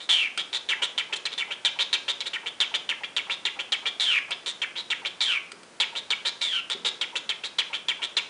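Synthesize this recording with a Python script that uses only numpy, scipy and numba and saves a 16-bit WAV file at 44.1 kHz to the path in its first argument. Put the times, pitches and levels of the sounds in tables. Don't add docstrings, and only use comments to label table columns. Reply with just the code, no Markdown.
import sys
import numpy as np
from scipy import signal
from scipy.fft import rfft, irfft
from scipy.io import wavfile
from scipy.ndimage import uniform_filter1d
from numba import njit

SR = 44100
rng = np.random.default_rng(int(sys.argv[2]) if len(sys.argv) > 2 else 0)


def file_out(sig):
    cols = np.atleast_2d(sig).T
    lim = np.clip(cols, -1, 1)
    pcm = np.round(lim * 32767).astype(np.int16)
    wavfile.write(sys.argv[1], SR, pcm)


N = 365588
TIME = np.arange(N) / SR


def from_db(db):
    return 10 ** (np.asarray(db) / 20)


def unit_rms(x):
    return x / np.sqrt(np.mean(x ** 2) + 1e-20)


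def at_hz(table, hz):
    table_hz, values = np.array(table).T
    return np.interp(np.log(hz + 1e-9), np.log(table_hz), values)


def butter(x, hz, kind, order=2):
    return signal.sosfilt(signal.butter(order, hz, kind, fs=SR, output="sos"), x)


def hold_level(x, window_samples=380):
    return x / np.sqrt(np.abs(uniform_filter1d(x * x, window_samples)) + 1e-12)


def impulses(table):
    out = np.full(N, 1e-18)
    for start_s, db in table:
        out[int(start_s * SR)] += from_db(db)
    return out


def gate(start_s, end_s, attack_s, release_s):
    span = slice(int(max(start_s, 0) * SR), int((end_s + 10 * release_s) * SR))
    t = TIME[span]
    return span, np.clip((t - start_s) / attack_s, 0, 1) * np.exp(-np.maximum(t - end_s, 0) / release_s)


def resonances(x, table):
    out = 0
    for k, (hz, width_hz, db) in enumerate(table):
        r = np.exp(-np.pi * width_hz / SR)
        poles = [1, -2 * r * np.cos(2 * np.pi * hz / SR), r * r]
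        out = out + (-1) ** k * from_db(db) * (1 - r * r) / 2 * signal.lfilter([1, 0, -1], poles, x)
    return out


@njit
def sweep(x, hz, width_hz):
    out, state = np.zeros(len(x)), 0j
    for i in range(len(x)):
        state = state * np.exp(np.pi * (2j * hz[i] - width_hz[i]) / SR) + x[i]
        out[i] = state.real
    return out


def formant(x, hz, width_hz, skirt_hz):
    peak = sweep(x, hz, width_hz * np.ones(N))
    return hold_level(sweep(peak, hz, skirt_hz * np.ones(N)))


# frequency in Hz, relative density in dB.
NOISE_SPECTRUM = [(25, -27), (50, -18), (110, -9), (190, -2), (380, 0), (700, -2), (1400, -4), (3000, -9),
                  (5000, -12), (7500, -15), (10000, -16), (14000, -40)]


def room_noise(rms_db=-51.5):
    colour = from_db(at_hz(NOISE_SPECTRUM, np.arange(N // 2 + 1) * SR / N))
    return from_db(rms_db) * unit_rms(irfft(rfft(rng.standard_normal(N)) * colour, N))


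# frequency in Hz, T60 in seconds.
TAIL_T60 = [(200, 1.97), (1000, 0.7), (3300, 0.303), (6000, .5), (10000, 0)]
# frequency in Hz, gain in dB.
TAIL_COLOUR = [(200, 3), (450, 3), (1000, 0.5), (2400, 1), (3200, 2), (3700, 0.5), (4150, -2.5),
               (5000, 2.5), (10000, -8.5)]


def room(x, tail_db=-6, early_db=-14, early_decay_s=.0048, wall_delay_s=.0022, wall_gain=.23):
    t = TIME[:int(SR * .7)]
    white, tail = rng.standard_normal((2, len(t))), 0
    edges_hz = np.geomspace(120, 12000, 11)
    for k, band in enumerate(zip(edges_hz, edges_hz[1:])):
        t60_s = at_hz(TAIL_T60, np.sqrt(band[0] * band[1]))
        tail = tail + butter(white[k % 2], band, "band") * from_db(-60 * t / t60_s)
    colour = from_db(at_hz(TAIL_COLOUR, np.fft.rfftfreq(len(t), 1 / SR)))
    tail = irfft(rfft(tail) * colour, len(t))
    tail = tail * np.clip(t / .0035, 0, 1) / np.sqrt(SR * .05)
    scatter = rng.standard_normal(len(t)) * (rng.random(len(t)) < .05)
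    early = scatter * (t > .002) * np.exp(-t / early_decay_s)
    response = from_db(tail_db) * tail + from_db(early_db) * early / np.linalg.norm(early)
    response[0] += 1
    response[int(wall_delay_s * SR)] += wall_gain
    return signal.fftconvolve(x, response)[:N]


# centre in Hz, width in Hz, gain in dB.
CAGE_BANDS = [(1674, 197, 6), (2300, 340, 2.5), (2254, 67, 2.5), (3104, 87, 5), (3480, 280, 0),
              (5300, 620, 0.5), (1305, 170, 3), (2820, 140, -0.5)]


def cage(x):
    for hz, width_hz, db in CAGE_BANDS:
        x = x + (from_db(db) - 1) * resonances(x, [(hz, width_hz, 0)])
    return x


# start in seconds, relative level in dB.
PERCH_KNOCKS = [(4.352, -54.5), (5.53, -51.5), (6.748, -42)]
# frequency in Hz, gain in dB, T60 in seconds.
PERCH_MODES = [(253, -10, 0.17), (389, 8.5, 0.067), (477, -8, 0.34), (562, -3, 0.17)]


def perch(scuff_decay_s=.0028):
    t = TIME[:SR // 20]
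    scuff = rng.standard_normal(len(t)) * np.exp(-t / scuff_decay_s)
    blows = signal.fftconvolve(impulses(PERCH_KNOCKS), scuff / np.linalg.norm(scuff))[:N]
    ring = 0
    for hz, db, t60_s in PERCH_MODES:
        r, w = from_db(-60 / (t60_s * SR)), 2 * np.pi * hz / SR
        ring = ring + from_db(db) * signal.lfilter([0, np.sin(w)], [1, -2 * r * np.cos(w), r * r], blows)
    return butter(ring, 160, "high", order=4)


# start in seconds, relative level in dB.
TICK_HITS = [(0.092, -14), (0.376, -10.5), (1.263, -16.5), (4.3075, -15), (4.434, -39), (5.518, -19),
             (5.632, -29.5), (6.6995, -14.5)]


def ticks(gain_db=12, crack_decay_s=.0031):
    t = TIME[:SR // 50]
    crack = rng.standard_normal(len(t)) * np.exp(-t / crack_decay_s)
    struck = signal.lfilter(crack / np.linalg.norm(crack), [1], impulses(TICK_HITS))
    return from_db(gain_db) * butter(struck, [900, 7000], "band", order=1)


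# start in seconds, length in seconds, first resonance in Hz, top in Hz,
# relative mid-call level in dB, fade over the call in dB, base rasp in dB.
RISING_CHIRPS = [(.002, 0.063, 3500, 3780, -40.5, 12, -15), (0.374, 0.042, 2750, 3470, -26.5, -1.5, -17),
                 (.527, 0.049, 3600, 3730, -25, -3, -15), (0.818, 0.039, 2500, 3500, -22, 6, -11.5),
                 (1.124, .024, 1900, 3280, -24, 3, -14), (1.156, .017, 3190, 4100, -33.5, 2, -6),
                 (1.316, 0.023, 3090, 3720, -33, -9, -18), (1.506, 0.038, 2260, 3320, -30.5, 13.5, -16),
                 (1.787, 0.045, 2670, 3712, -21.5, -3, -18), (2.079, 0.038, 2880, 3700, -22.5, 0.5, -16.5),
                 (2.256, .026, 2740, 3850, -28, -5, -14.5), (2.459, .032, 2360, 3400, -29.5, 6, -14),
                 (2.739, 0.028, 2650, 3530, -22, 3, -15), (3.034, 0.038, 1898, 3521, -35, 31, -22),
                 (3.296, 0.051, 1820, 3750, -26.5, 7.5, -18.5), (3.589, .031, 2011, 3300, -28, 6, -15.5),
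                 (3.854, 0.036, 2050, 3517, -24, 0.5, -17.5), (4.31, .028, 2340, 3510, -26.5, 4, -25),
                 (4.459, 0.054, 3720, 3700, -28, 2, -10.5), (4.755, .058, 2750, 3920, -30, -2, -20.5),
                 (5.048, .034, 2031, 3590, -26, 3, -18), (5.951, .044, 2490, 3850, -28.5, 0, -16),
                 (6.249, .044, 3227, 3950, -22.5, 0, -16), (6.698, 0.039, 3246, 3700, -25.5, -2.5, -16),
                 (6.847, 0.044, 3470, 3780, -21.5, 3, -14.5), (7.154, .031, 2320, 3740, -26.5, 13, -11),
                 (7.435, .041, 2705, 3980, -29.5, 6, -14.5), (7.729, 0.043, 2120, 3422, -28, 7.5, -17),
                 (8.017, 0.041, 2042, 3600, -26.5, 0.5, -13.5)]


def rising_chirp(age_s, length_s, from_hz, top_hz, mid_db, fade_db, rasp_db, crest_share=.72):
    progress = np.minimum(age_s / length_s, 1)
    hz = top_hz - (top_hz - from_hz) * (1 - progress / crest_share) ** 2
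    ebb_db = 4.5 * np.abs(2 * progress - 1)
    return hz, mid_db + fade_db * (.5 - progress) - ebb_db, rasp_db


def slurs(below_hz=2700, length_s=.031, glide_hz=(1020, 663), level_db=-47.5):
    hz, level = np.full(N, 800.), np.zeros(N)
    for rise_s, _, from_hz, *_ in RISING_CHIRPS:
        if from_hz < below_hz:
            span, envelope = gate(rise_s - length_s, rise_s, attack_s=.0066, release_s=.0039)
            hz[span] = np.interp(TIME[span], [rise_s - length_s, rise_s], glide_hz)
            level[span] = envelope * from_db(level_db)
    return level * formant(rng.standard_normal(N), hz, width_hz=110, skirt_hz=850)


# start in seconds, length in seconds, first resonance in Hz,
# relative mid-call level in dB, fade over the call in dB.
FALLING_CHIRPS = [(.687, 0.05, 3470, -24.5, 1), (.977, 0.038, 3540, -26, 10), (1.253, 0.024, 4130, -27, 10),
                  (1.377, 0.053, 3620, -28.5, 3), (1.648, .049, 3760, -23.5, 34),
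                  (1.928, .035, 3990, -21, 20), (2.204, 0.024, 4198, -31, 14), (2.332, 0.037, 3170, -30, 3),
                  (2.602, 0.049, 3700, -24.5, 28), (2.89, 0.037, 3330, -26.5, 9.5),
                  (3.164, 0.038, 3540, -26.5, 15.5), (3.451, 0.038, 3590, -26, 13),
                  (3.72, 0.035, 3640, -24.5, 17), (4.616, 0.031, 3310, -27, 3.5),
                  (4.901, 0.03235, 3676, -25, 1), (5.8, 0.043, 3800, -22.5, 16),
                  (6.103, 0.034, 3886, -23.5, 7.5), (7.011, 0.035, 3630, -27.5, 14),
                  (7.291, 0.037, 3624, -27.5, 14), (7.584, 0.038, 3680, -24, 21),
                  (7.883, 0.039, 3550, -26, 13), (8.167, 0.034, 3900, -23, 22)]


def falling_chirp(age_s, length_s, from_hz, mid_db, fade_db, drop_octaves=.84, bow=1.86, rasp_db=-14):
    progress = np.minimum(age_s / length_s, 1)
    hz = from_hz * 2 ** (-drop_octaves * progress ** bow)
    return hz, mid_db + fade_db * (.5 - progress), rasp_db


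# start in seconds, length in seconds, first and last resonance in Hz,
# time to the break in seconds, relative levels in dB of opening, break, body, end and undertone.
DRAWN_NOTES = [(0.09, .19, 3530, 2215, 0.091, -12, -25.5, -24.5, -36, -32),
               (3.997, 0.19, 3850, 2248, 0.055, -21.5, -26.5, -22.5, -24.5, -21),
               (5.205, .175, 3893, 2240, 0.049, -20.5, -28, -24.5, -29, -18),
               (6.411, .19, 3850, 2700, 0.1, -24, -32, -26, -31.5, -16.5)]


def drawn_note(age_s, length_s, from_hz, to_hz, break_s, opening_db, break_db, body_db, end_db):
    bow, swell_s, swell_db, slip_s = 1.11, .011, 2, .018
    hz = from_hz + (to_hz - from_hz) * np.minimum(age_s / length_s, 1) ** bow
    under_ratio = np.interp(age_s, [break_s, break_s + slip_s], [.62, .5])
    level_db = np.interp(age_s, [0, swell_s, break_s, (break_s + length_s) / 2, length_s],
                         [opening_db - swell_db, opening_db, break_db, body_db, end_db])
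    rasp_db = -19 + 10.5 * np.exp(-age_s / .051)
    return hz, hz * under_ratio, level_db, rasp_db


def beak_opening(age_s, hz, rasp_db, opens_s, db_per_octave=15):
    return (1 - np.exp(-age_s / opens_s)) * from_db(rasp_db + db_per_octave * np.log2(hz / 3300))


# nominal pulse rate in Hz, base resonance width in Hz, throat and chest in dB.
FALLING = (480, 329, -12.5, -21.5)
RISING = (340, 410, -11.5, -17)
DRAWN = (480, 334.5, -14.5, -33)


def gestures(chirp_under_db=-24, full_voice_db=-19):
    hz, under_hz = np.full(N, 3300.), np.full(N, 1600.)
    tone, rasp, under, age_s = np.zeros((4, N))
    manner = np.tile(np.array(FALLING, float), (N, 1))
    chirps = [(row, falling_chirp, FALLING) for row in FALLING_CHIRPS]
    chirps += [(row, rising_chirp, RISING) for row in RISING_CHIRPS]
    for (start_s, length_s, *row), shape, voice in sorted(chirps, key=lambda chirp: chirp[0]):
        span, envelope = gate(start_s, start_s + length_s, attack_s=.0022, release_s=.003)
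        age_s[span], manner[span] = np.maximum(TIME[span] - start_s, 0), voice
        hz[span], level_db, rasp_db = shape(age_s[span], length_s, *row)
        tone[span] = envelope * from_db(level_db)
        rasp[span] = tone[span] * beak_opening(age_s[span], hz[span], rasp_db, opens_s=.0028)
        under_hz[span], under[span] = hz[span] / 2, tone[span] * from_db(chirp_under_db)
    for start_s, length_s, *row, under_db in DRAWN_NOTES:
        span, envelope = gate(start_s, start_s + length_s, attack_s=.0012, release_s=.0048)
        age_s[span], manner[span] = np.maximum(TIME[span] - start_s, 0), DRAWN
        hz[span], under_hz[span], level_db, rasp_db = drawn_note(age_s[span], length_s, *row)
        tone[span] = envelope * from_db(level_db)
        rasp[span] = tone[span] * beak_opening(age_s[span], hz[span], rasp_db, opens_s=.013)
        under[span] = tone[span] * from_db(under_db)
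    strain = (1 + (tone / from_db(full_voice_db)) ** 4) ** .25
    return hz, under_hz, tone / strain, rasp / strain, under / strain, age_s, manner.T


def syrinx(pulse_hz, jitter=.6, shimmer_db=3.5, air_db=-3):
    timing, force = rng.standard_normal((9000, 2)).T
    onsets = np.searchsorted(np.cumsum(pulse_hz) / SR, np.cumsum(np.exp(jitter * timing)))
    pulses = np.zeros(N)
    pulses[onsets[onsets < N]] = from_db(shimmer_db * force[onsets < N])
    air = from_db(air_db) * rng.standard_normal(N)
    return butter(unit_rms(pulses / np.sqrt(pulse_hz)) + air, 250, "high")


def first_snaps(snap_db=16, db_per_fade_db=.32, delay_s=.002):
    falls = [(start_s + delay_s, snap_db + db_per_fade_db * fade_db)
             for start_s, *_, fade_db in FALLING_CHIRPS]
    rises = [(start_s + delay_s, snap_db) for start_s, *_ in RISING_CHIRPS]
    return impulses(falls + rises)


# centre in Hz, width in Hz, relative dB.
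CHEST_BANDS = [(358, 56, -6), (562, 54, 6.5)]
THROAT_BANDS = [(571, 120, -4.5), (912, 280, -1.5), (1460, 282, 0), (1930, 810, 0)]
BEAK_BANDS = [(4200, 950, 4), (5430, 760, 8), (7260, 1090, 12.5), (9660, 950, 1.5)]


def parakeet(main_db=-1, beak_db=-4, upper_db=-4, sharpen_s=.025, throat_fade_s=.089, chest_fade_s=.047):
    hz, under_hz, tone_gain, rasp_gain, under_gain, age_s, manner = gestures()
    pulse_hz, base_width_hz, throat_db, chest_db = manner
    buzz = syrinx(pulse_hz) + first_snaps()
    width_hz = base_width_hz * (.5 + np.exp(-age_s / sharpen_s))
    main = from_db(main_db) * formant(buzz, hz, width_hz, skirt_hz=2000)
    throat_gain = from_db(throat_db) * np.exp(-age_s / throat_fade_s)
    throat = throat_gain * hold_level(resonances(buzz, THROAT_BANDS))
    chest_gain = from_db(chest_db) * np.exp(-age_s / chest_fade_s)
    chest = chest_gain * hold_level(resonances(buzz, CHEST_BANDS))
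    undertone = formant(buzz, under_hz, width_hz=70, skirt_hz=500)
    upper = formant(buzz, hz + under_hz, width_hz=250, skirt_hz=900)
    upper = from_db(upper_db) * butter(upper, 4800, "low", order=6)
    hiss = buzz + from_db(2) * rng.standard_normal(N)
    beak = from_db(beak_db) * hold_level(butter(resonances(hiss, BEAK_BANDS), 5000, "high", order=3))
    return tone_gain * (main + throat + chest) + rasp_gain * beak + under_gain * (undertone + upper)


def scene():
    near = cage(parakeet() + slurs() + ticks() + perch())
    return (room(near) + room_noise())[None]


def record(dry, ceiling=.38, cutoff_hz=10100):
    rounded = dry / (1 + (dry / ceiling) ** 4) ** .25
    return signal.sosfilt(signal.ellip(10, .2, 70, cutoff_hz, fs=SR, output="sos"), rounded)


dry = scene()
out = record(dry)
file_out(out)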